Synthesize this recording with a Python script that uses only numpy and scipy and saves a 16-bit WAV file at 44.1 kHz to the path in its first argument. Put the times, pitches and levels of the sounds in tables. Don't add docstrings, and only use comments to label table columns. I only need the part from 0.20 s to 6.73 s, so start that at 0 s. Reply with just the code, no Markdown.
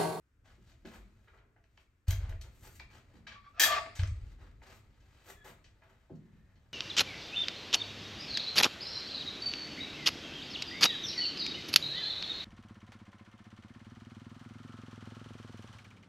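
import sys
import numpy as np
from scipy import signal
from scipy.fft import rfft, irfft, next_fast_len
from scipy.io import wavfile
from scipy.ndimage import uniform_filter1d, minimum_filter1d

SR = 44100
rng = np.random.default_rng(int(sys.argv[2]) if len(sys.argv) > 2 else 0)


def int16_out(signal):
    q = np.round(np.clip(np.atleast_2d(signal).T, -1, 1) * 32767)
    wavfile.write(sys.argv[1], SR, q.astype(np.int16))


N = 287973
TIME = np.arange(N) / SR


def from_db(db):
    return 10 ** (np.asarray(db) / 20)


def rms_one(x):
    return x / np.sqrt(np.mean(x ** 2) + 1e-20)


def unit_energy(x):
    return x / np.sqrt(np.sum(x ** 2, axis=-1, keepdims=True) + 1e-20)


def at_hz(curve, hz):
    points_hz, values = np.transpose(curve)
    return np.interp(np.log(np.maximum(hz, 1)), np.log(points_hz), values)


def butter(x, hz, kind, order=2):
    return signal.sosfilt(signal.butter(order, hz, kind, fs=SR, output="sos"), x + 1e-18)


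def add(out, s, sound):
    at = round(s * SR)
    out[at:at + len(sound)] += sound[:N - at]


def stroke(s, hold, attack, release):
    return np.clip((TIME - s) / attack, 0, 1) * np.exp(np.clip((s + hold - TIME) / release, -20, 0))


def coloured(noise, spectrum):
    hz = np.arange(N // 2 + 1) * SR / N
    return rms_one(irfft(rfft(noise) * from_db(at_hz(spectrum, hz)), N))


# f/Hz, left-right correlation
CORRELATION = [(100, .97), (300, .8), (700, 0.71), (1500, 0.22), (4000, .2), (8000, 0.69), (13000, 0.26)]
def stereo_noise(size):
    hz = np.arange(size // 2 + 1) * SR / size
    alike = np.clip(at_hz(CORRELATION, hz), 0, .999)
    mid, side = np.exp(2j * np.pi * rng.random((2, len(hz))))
    return rms_one(irfft(np.sqrt(1 + alike) * mid + np.sqrt(1 - alike) * side * [[1], [-1]], size))


# f/Hz, level/dB
VENT_SPECTRUM = [(20, -14), (32, -13.5), (55, -3), (120, -8.5), (165, -21.5), (290, -19), (780, -34),
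                 (1500, -25.5), (4200, -42), (12000, -40), (16000, -52)]
def ventilation():
    return from_db(-73.5) * coloured(stereo_noise(N), VENT_SPECTRUM)


# t/s, length/s, level/dB
WEIGHT_SHIFTS = [(0.098, .7, -62.5), (1.862, 0.62, -56), (3.29, 0.53, -57.5), (3.833, 0.1, -53.5),
                 (5.002, 0.23, -62), (5.951, 0.56, -64.5)]
# f/Hz, level/dB
RUMBLE_SPECTRUM = [(20, -12.5), (36, 1.5), (70, 0.5), (120, -1.5), (150, -14.5), (300, -18), (600, -33.5),
                   (1500, -80.5)]
def floor_rumble():
    power = sum((from_db(db) * stroke(s, length, attack=0.19, release=0.78)) ** 2
                for s, length, db in WEIGHT_SHIFTS)
    return np.sqrt(power) * coloured(stereo_noise(N), RUMBLE_SPECTRUM)


# t/s, length/s, level/dB, hiss over level/dB, fizz over hiss/dB
SOLE_SCUFFS = [(0.239, 0.076, -67.5, -5, -10), (0.648, 0.024, -58, -3, -7), (0.709, 0.05, -59, -9, 3.5),
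               (1.868, 0.051, -58, 2, -9), (1.98, 0.13, -59.5, -12, -18), (2.229, 0.036, -64, -10, -4),
               (2.418, 0.044, -59.5, -4, 10), (2.698, 0.077, -62.5, -4.5, -7),
               (4.18, 0.09, -64.5, -10.5, -8), (4.418, 0.11, -60.5, -5.5, -7), (5.239, 0.046, -51, -12, 9),
               (5.621, 0.13, -71, -13.5, 0)]
CLOTH_RUSTLES = [(0.25, 0.91, -81, -1.5, -4), (2.003, 5.1, -78.5, -7, -3), (5.951, 0.68, -105, -17, -13)]
# peak t/s, swell/s, then the same three levels
LEG_SWISHES = [(0.50, 0.054, -74, 4, -10), (1.62, 0.077, -77, 2, -5), (2.42, .09, -79.5, 7.5, 9.5),
               (2.562, 0.036, -79, 15.5, 8.5), (2.982, 0.078, -66.5, -7.5, -8),
               (4.122, 0.17, -73, 1.5, -10), (4.568, 0.037, -67, 1, 4), (5.03, 0.17, -68, -3, -7),
               (5.10, 0.025, -51.5, -6, 8)]
# f/Hz, level/dB
FIBRE_SPECTRUM = [(88, -35.5), (150, -6), (297, -7.5), (494, -4.5), (566, -7.5), (998, -8), (1260, -6),
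                  (2550, -9.5), (8070, -19.5), (10200, -20.5), (12200, -14.5), (16000, -28)]
def carpet_and_cloth(grain_db, flutter_db):
    envelopes = [stroke(s, length, attack=0.0133, release=0.0277) for s, length, *_ in SOLE_SCUFFS]
    envelopes += [stroke(s, length, attack=0.033, release=0.033) for s, length, *_ in CLOTH_RUSTLES]
    for s, swell, *_ in LEG_SWISHES:
        rise, fall = (TIME - s) / swell, (s - TIME) / 0.017
        envelopes.append(np.exp(np.clip(np.minimum(rise, fall), -20, 0)))
    band_db = [np.cumsum(levels) for _, _, *levels in SOLE_SCUFFS + CLOTH_RUSTLES + LEG_SWISHES]
    body_gain, hiss_gain, fizz_gain = np.sqrt(from_db(band_db).T ** 2 @ np.square(envelopes))
    clumps = rms_one(butter(rng.standard_normal(N), 65, "low"))
    grains = rng.standard_normal(N) * from_db(grain_db * rng.standard_normal(N))
    fibres = coloured(grains, FIBRE_SPECTRUM) * from_db(flutter_db * clumps)
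    body = body_gain * butter(fibres, 1800, "low")
    hiss = hiss_gain * butter(fibres, [2300, 9500], "band")
    fizz = fizz_gain * butter(fibres, 7200, "high", order=4)
    return from_db(3) * (body - hiss + fizz)


# t/s, level/dB, f/Hz, decay/s
FOOTSTEPS = [(0.380, -63.5, 252, 0.027), (0.649, -48, 281, 0.0035), (0.775, -54.5, 59, 0.023),
             (2.942, -58, 216, 0.095), (5.897, -66.5, 700, 0.0088), (5.903, -49.5, 317, 0.0095),
             (5.916, -46, 159, 0.04), (6.013, -61.5, 188.5, 0.092), (6.128, -59, 133.6, 0.12),
             (6.358, -66.5, 146.9, 0.15)]
def footfalls():
    out, t = np.zeros(N), TIME[:SR // 2]
    for s, db, hz, decay in FOOTSTEPS:
        settling = unit_energy(rng.standard_normal(len(t)) * np.exp(-t / decay))
        thud = unit_energy(butter((t == 0) + settling, [hz * 0.67, hz * 1.2], "band"))
        add(out, s, from_db(db) * np.sqrt(SR * (decay / 2 + 0.035)) * thud)
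    return out


def ring(force, modes):
    t = TIME[:SR // 2]
    response = sum((-1) ** k * from_db(db) * width * np.exp(-np.pi * width * t)
                   * np.cos(2 * np.pi * hz * t) for k, (hz, width, db) in enumerate(modes))
    return signal.fftconvolve(force, unit_energy(response))[:N]


# f/Hz, level/dB
CLATTER_SPECTRUM = [(150, -19.5), (500, -4.5), (1000, -3), (1700, 2.5), (3300, 0), (4200, -2), (6000, 0.5),
                    (8500, -3.5), (12300, 5.5), (16000, -4)]
def clatter(force):
    hz = np.arange(2049) * SR / 4096
    delay_s = .0028 * np.sqrt(4000 / (hz + 400))
    phase = -2 * np.pi * np.cumsum(delay_s) * hz[1]
    smear = irfft(from_db(at_hz(CLATTER_SPECTRUM, hz)) * np.exp(1j * phase))
    return signal.fftconvolve(force, unit_energy(smear))[:N]


def struck(hits, modes, clatter_db, click_db):
    firm, loose, t = np.zeros(N), np.zeros(N), TIME[:SR // 3]
    touches_per_s, crossover_hz = 7000, 1100
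    for s, db, body_db, hardness_hz, chatter_s in hits:
        touches = rng.standard_normal(len(t)) * (rng.random(len(t)) < touches_per_s / SR)
        click, chatter = (t == 0), unit_energy(touches * np.exp(-t / chatter_s))
        gain = from_db(db) * np.sqrt(SR * (chatter_s / 2 + 0.024))
        for bus, force in ((firm, click + 0.87 * chatter), (loose, from_db(click_db) * click + chatter)):
            top = butter(force, crossover_hz, "high", order=1)
            body = from_db(body_db) * butter(force, crossover_hz, "low", order=1)
            contact = butter(top + body, hardness_hz, "low", order=3)
            add(bus, s, gain * unit_energy(contact))
    return from_db(-9) * ring(firm, modes) + from_db(clatter_db) * clatter(loose)


# t/s, level/dB, body/dB, hardness/Hz, chatter/s
JOINT_HITS = [(0.515, -72, 7, 6000, 0.006), (0.650, -59.5, 10, 4060, 0.009), (0.988, -81, 10, 3000, 0.0069),
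              (1.174, -72.5, 4, 3480, 0.015), (1.360, -70, 23, 2124, 0.014),
              (1.438, -76.5, -6, 3800, 0.0012), (1.573, -65, 2.5, 3400, 0.002),
              (1.880, -49.5, -21, 14800, 0.0074), (1.905, -42.5, -3, 14200, 0.0041),
              (1.925, -54.5, 6, 5000, 0.0045), (2.092, -62.5, 5.5, 11600, 0.0043),
              (2.121, -59.5, 6, 2340, 0.0019), (2.211, -57.5, -22, 10000, 0.0065),
              (3.456, -41, 2, 5913, 0.013), (3.517, -38.5, -7, 3740, 0.019),
              (3.541, -51.5, 13.5, 3180, 0.0065), (3.658, -52, 11, 2760, 0.0058),
              (3.792, -49, 0, 4016, 0.0062), (3.831, -49, 6, 4900, 0.0015),
              (3.872, -60.5, -9.5, 8000, 0.0061), (4.415, -60.5, 18, 2410, 0.0021),
              (4.741, -82.5, -3, 4450, 0.0023), (4.802, -79.5, -3.5, 7000, 0.012),
              (5.618, -64.5, 4.5, 2000, 0.019), (5.953, -82, -14, 8000, 0.0072),
              (6.355, -77.5, 1, 4470, 0.022)]
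# f/Hz, width/Hz, level/dB
FRAME_MODES = [(288, 41, 0), (649, 36, 5.5), (1117, 9.6, -14.5), (1549, 6.7, -7), (1683, 30, -4),
               (2080, 12, 4.5), (2240, 30, -16.5), (2450, 51, 6), (2713, 99, -15.5), (3050, 3.7, -11),
               (3085, 20, 0.5), (3190, 5.1, -31), (3680, 29, -34), (4300, 58, 5), (5000, 17, -8),
               (5000, 51, -14), (4780, 66, -5.5), (6050, 220, -4.5), (6740, 24, -12.5), (8540, 34, -12),
               (8800, 15, -18), (12300, 47, -3), (12100, 49, 3.5)]
def joint_knocks():
    return struck(JOINT_HITS, FRAME_MODES, clatter_db=2, click_db=-7.5)


# t/s, level/dB, body/dB, hardness/Hz, chatter/s
TUBE_HITS = [(1.075, -65.5, -21.5, 2080, 0.017), (1.135, -66, 26, 1830, 0.089)]
# f/Hz, width/Hz, level/dB
TUBE_MODES = [(430, 26, -4.5), (1092, 13, -6), (1290, 110, -11), (1470, 40, -20), (1810, 50, -15),
              (2230, 40, -23), (2410, 40, -13)]
def tube_taps():
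    return struck(TUBE_HITS, TUBE_MODES, clatter_db=0.5, click_db=-16)


# t/s, level/dB, contact/s
LANDINGS = [(1.877, -23, 0.0094), (1.922, -32.5, 0.006), (2.03, -35.5, 0.0081), (2.086, -22.5, 0.022),
            (2.145, -27.5, 0.022), (3.788, -34, 0.0033), (3.82, -29, 0.0073), (3.911, -36.5, 0.0053),
            (4.01, -23.5, 0.031)]
# f/Hz, level/dB, t60/s
FLOOR_MODES = [(37.46, -16.5, 0.73), (45.76, -7.5, 1), (65.2, -7.5, 0.93), (82, 8.5, 0.28), (94.3, 8, 0.38),
               (110, -32, 0.2)]
def floor_booms():
    force, t = np.zeros(N), TIME[:SR]
    for s, db, contact in LANDINGS:
        push = t[:SR // 8] * np.exp(-4 * t[:SR // 8] / contact)
        add(force, s, from_db(db) * push / push.sum())
    floor = sum(from_db(db - 60 * t / t60) * np.cos(2 * np.pi * hz * t) for hz, db, t60 in FLOOR_MODES)
    return butter(signal.fftconvolve(force, floor)[:N], 125, "low", order=5)


# t/s, level/dB, body/dB, hardness/Hz, chatter/s
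LATCH_HITS = [(2.596, -46, 6.4, 4400, 0.0055)]
# f/Hz, width/Hz, level/dB
LATCH_MODES = [(1846, 29, -12), (2298, 15, 9), (2540, 19, -15), (2710, 30, -8), (3400, 67, -37),
               (3930, 30, -25), (5240, 23, -2)]
def latch_tap():
    return struck(LATCH_HITS, LATCH_MODES, clatter_db=-6, click_db=-2)


# t/s, level/dB, body/dB, hardness/Hz, chatter/s
BRACE_HITS = [(3.068, -50.5, -3.5, 3955, 0.025), (3.118, -54.5, 1.6, 3610, 0.017)]
# f/Hz, width/Hz, level/dB
BRACE_MODES = [(1170, 27, -6), (1640, 57, 1), (2068, 72, -12.5), (2277, 27, 1), (3060, 11, -15.5),
               (3860, 40, -3.5)]
def brace_taps():
    return struck(BRACE_HITS, BRACE_MODES, clatter_db=0, click_db=-22.5)


def pulse_train(gain, rate_hz, unevenness):
    jitter = np.repeat(rng.lognormal(0, unevenness, N // 128 + 1), 128)[:N]
    pulses = np.diff(np.floor(np.cumsum(rate_hz * jitter / SR)), prepend=0)
    return rms_one(pulses * rng.uniform(0.26, 1, N)) * gain


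def pulse_bursts(bursts, unevenness, fade_s=0.02):
    gain, pace = np.zeros(N), np.full(N, float(bursts[0][3]))
    for s, length, db, rate_hz, glide in bursts:
        envelope = np.clip(np.minimum(TIME - s, s + length - TIME) / fade_s, 0, 1)
        gain += from_db(db) * envelope
        pace = np.where(envelope > 0, rate_hz + glide * (TIME - s), pace)
    return pulse_train(gain, pace, unevenness)


# t/s, length/s, level/dB, slip rate/Hz, glide/(Hz/s)
PIVOT_TURNS = [(3.13, .07, -51.5, 1150, -400), (3.228, 0.069, -50.5, 1120, 398.5),
               (3.33, .075, -56.5, 1280, 1702.5)]
# f/Hz, width/Hz, level/dB
PIVOT_MODES = [(837.5, 73, -11), (1126, 16, 1), (1460, 170, -2.5)]
def pivot_squeaks():
    return ring(pulse_bursts(PIVOT_TURNS, unevenness=0.045), PIVOT_MODES)


def waver(x, depth):
    bend = depth * rms_one(butter(rng.standard_normal(N), [8, 20], "band"))
    return np.interp(np.arange(N) + np.cumsum(bend), np.arange(N), x)


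# t/s, level/dB
BRACE_PUSH = [(3.335, -73), (3.39, -46.5), (3.455, -43.5), (3.48, -32.5), (3.53, -33), (3.583, -32),
              (3.598, -60), (3.66, -54.5), (3.71, -79.5)]
# f/Hz, width/Hz, level/dB
GROAN_MODES = [(615, 18, -9), (662.2, 32, -1.5), (924, 24, -15), (1177, 30, 1), (1360, 13, -10),
               (1505, 16, -13.5), (2080, 350, -19.5), (2214, 16, -20.5), (2480, 60, -15.5)]
def brace_groan(peak_slips_per_s=610, pace_follow=0.12):
    times, levels = np.transpose(BRACE_PUSH)
    push_db = np.interp(TIME, times, levels)
    moving = (TIME > times[0]) & (TIME < times[-1])
    pace = peak_slips_per_s * from_db(pace_follow * (push_db - push_db.max()))
    slips = pulse_train(from_db(push_db - 1) * moving, pace, unevenness=0.5)
    return waver(ring(slips, GROAN_MODES), depth=0.024) + from_db(-5.5) * clatter(slips)


# f/Hz, width/Hz, level/dB
THUNK_MODES = [(275, 50, -9), (1177, 28, -8), (1540, 26, -1)]
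STOP_MODES = [(1775, 25, 5), (2360, 110, -4), (2460, 22, -4.5), (3414, 12, -3), (3300, 55, 0),
              (3830, 19, -3), (4750, 23, -11.5), (5020, 33, -6.5), (5640, 11, -12.5), (5776, 78, -15),
              (6120, 31, -15), (6390, 14, -28.5), (7100, 75, -18.5), (9160, 72, -13)]
def brace_snap(s=3.396, db=-19.5, body_db=-12.5, hardness_hz=16500, chatter_s=0.014):
    gap_s, loss_db, softening = 0.019, 0.5, 0.92
    hits = [(s + k * gap_s, db - k * loss_db, body_db, hardness_hz * softening ** k, chatter_s)
            for k in range(3)]
    return struck(hits, THUNK_MODES + STOP_MODES, clatter_db=-4.5, click_db=-11)


# t/s, level/dB, body/dB, hardness/Hz, chatter/s
PIN_HITS = [(3.752, -52.5, 2, 9080, 0.054), (5.44, -66, -11.5, 5430, 0.021)]
# f/Hz, width/Hz, level/dB
PIN_MODES = [(1660, 110, -32), (3000, 19, -5.5), (3380, 36, -9), (4220, 6.4, -10.5), (8000, 5.1, 16)]
def pin_jingle():
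    return struck(PIN_HITS, PIN_MODES, clatter_db=2, click_db=-13)


# t/s, length/s, level/dB, slip rate/Hz, glide/(Hz/s)
HINGE_TURNS = [(5.155, 0.12, -62.5, 1770, -700)]
# f/Hz, width/Hz, level/dB
HINGE_MODES = [(1697, 64, -6), (3360, 59, -9.5)]
def hinge_squeak():
    return ring(pulse_bursts(HINGE_TURNS, unevenness=0.032), HINGE_MODES)


# t/s, length/s, level/dB, pulse rate/Hz, glide/(Hz/s)
BREATHY_SWELL = [(5.98, 0.38, -70.5, 1850, 0.003)]
# f/Hz, width/Hz, level/dB
BREATHY_BAND = [(1850, 197, 0)]
def breathy_noise():
    return ring(pulse_bursts(BREATHY_SWELL, unevenness=0.5), BREATHY_BAND)


# f/Hz, t60/s
REVERB_TIMES = [(150, 1), (500, 0.64), (2000, 0.58), (5000, 0.49), (9000, 0.42), (15000, 0.39)]
def room(x, direct_db, late_db, early_t60):
    t = TIME[:SR * 3 // 4]
    noise = stereo_noise(len(t))
    edges_hz = np.geomspace(40, 18000, 11)
    tail = sum(butter(noise, [lo, hi], "band") * from_db(-60 * t / at_hz(REVERB_TIMES, np.sqrt(lo * hi)))
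               for lo, hi in zip(edges_hz, edges_hz[1:]))
    build_up = 1 - np.exp(-t / 0.011)
    late = from_db(late_db) * rms_one(butter(tail, 9000, "low", order=4) * build_up)
    early = rms_one(stereo_noise(len(t)) * from_db(-60 * t / early_t60))
    direct = from_db(direct_db) * rms_one(1. * (t == 0))
    response = rms_one(direct + early + late) / np.sqrt(len(t))
    return signal.fftconvolve(x[None], response, axes=1)[:, :N]


def scene():
    bed = ventilation() + floor_rumble()
    footwork = carpet_and_cloth(grain_db=2.5, flutter_db=2.5) + footfalls()
    hits = joint_knocks() + tube_taps() + latch_tap() + brace_taps() + brace_snap() + pin_jingle()
    rubs = from_db(-5.5) * pivot_squeaks() + brace_groan() + from_db(-12.5) * hinge_squeak()
    held = butter(rubs + from_db(-10) * breathy_noise(), 5000, "low", order=4)
    return (bed + floor_booms()
            + room(footwork + hits, direct_db=-1.5, late_db=-10, early_t60=0.2)
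            + room(held, direct_db=1, late_db=-17, early_t60=0.19))


# f/Hz, left minus right/dB
MIC_BALANCE = [(200, 0.47), (1000, 2.2), (2300, 1.2), (4400, 3.5), (8000, 2.5), (13000, -0.5)]
# f/Hz, width/Hz
MIC_NOTCHES = [(10350, 3900), (14000, 820)]
def microphones(dry, left_lead_s=2e-5):
    size = next_fast_len(N + 512)
    hz = np.arange(size // 2 + 1) * SR / size
    left = from_db(at_hz(MIC_BALANCE, hz) / 2) * np.exp(1j * np.pi * hz * left_lead_s)
    x = irfft(rfft(dry, size) * np.array([left, 1 / left]), size)[:, :N]
    for dip_hz, width in MIC_NOTCHES:
        x = signal.lfilter(*signal.iirnotch(dip_hz, dip_hz / width, fs=SR), x)
    return x


def limiter(x, ceiling_db, release_db_per_s):
    over_db = np.maximum(20 * np.log10(np.abs(x).max(axis=0) + 1e-9) - ceiling_db, 0)
    recovery_db = release_db_per_s * TIME
    reduction_db = np.maximum.accumulate(over_db + recovery_db) - recovery_db
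    return x * from_db(uniform_filter1d(minimum_filter1d(-reduction_db, size=65), size=65))


def record(dry):
    x = butter(microphones(dry), 18, "high", order=3)
    x = limiter(x, ceiling_db=-7, release_db_per_s=119)
    return signal.sosfilt(signal.ellip(10, .3, 70, 15900, fs=SR, output="sos"), x)


dry = scene()
out = record(dry)
int16_out(out)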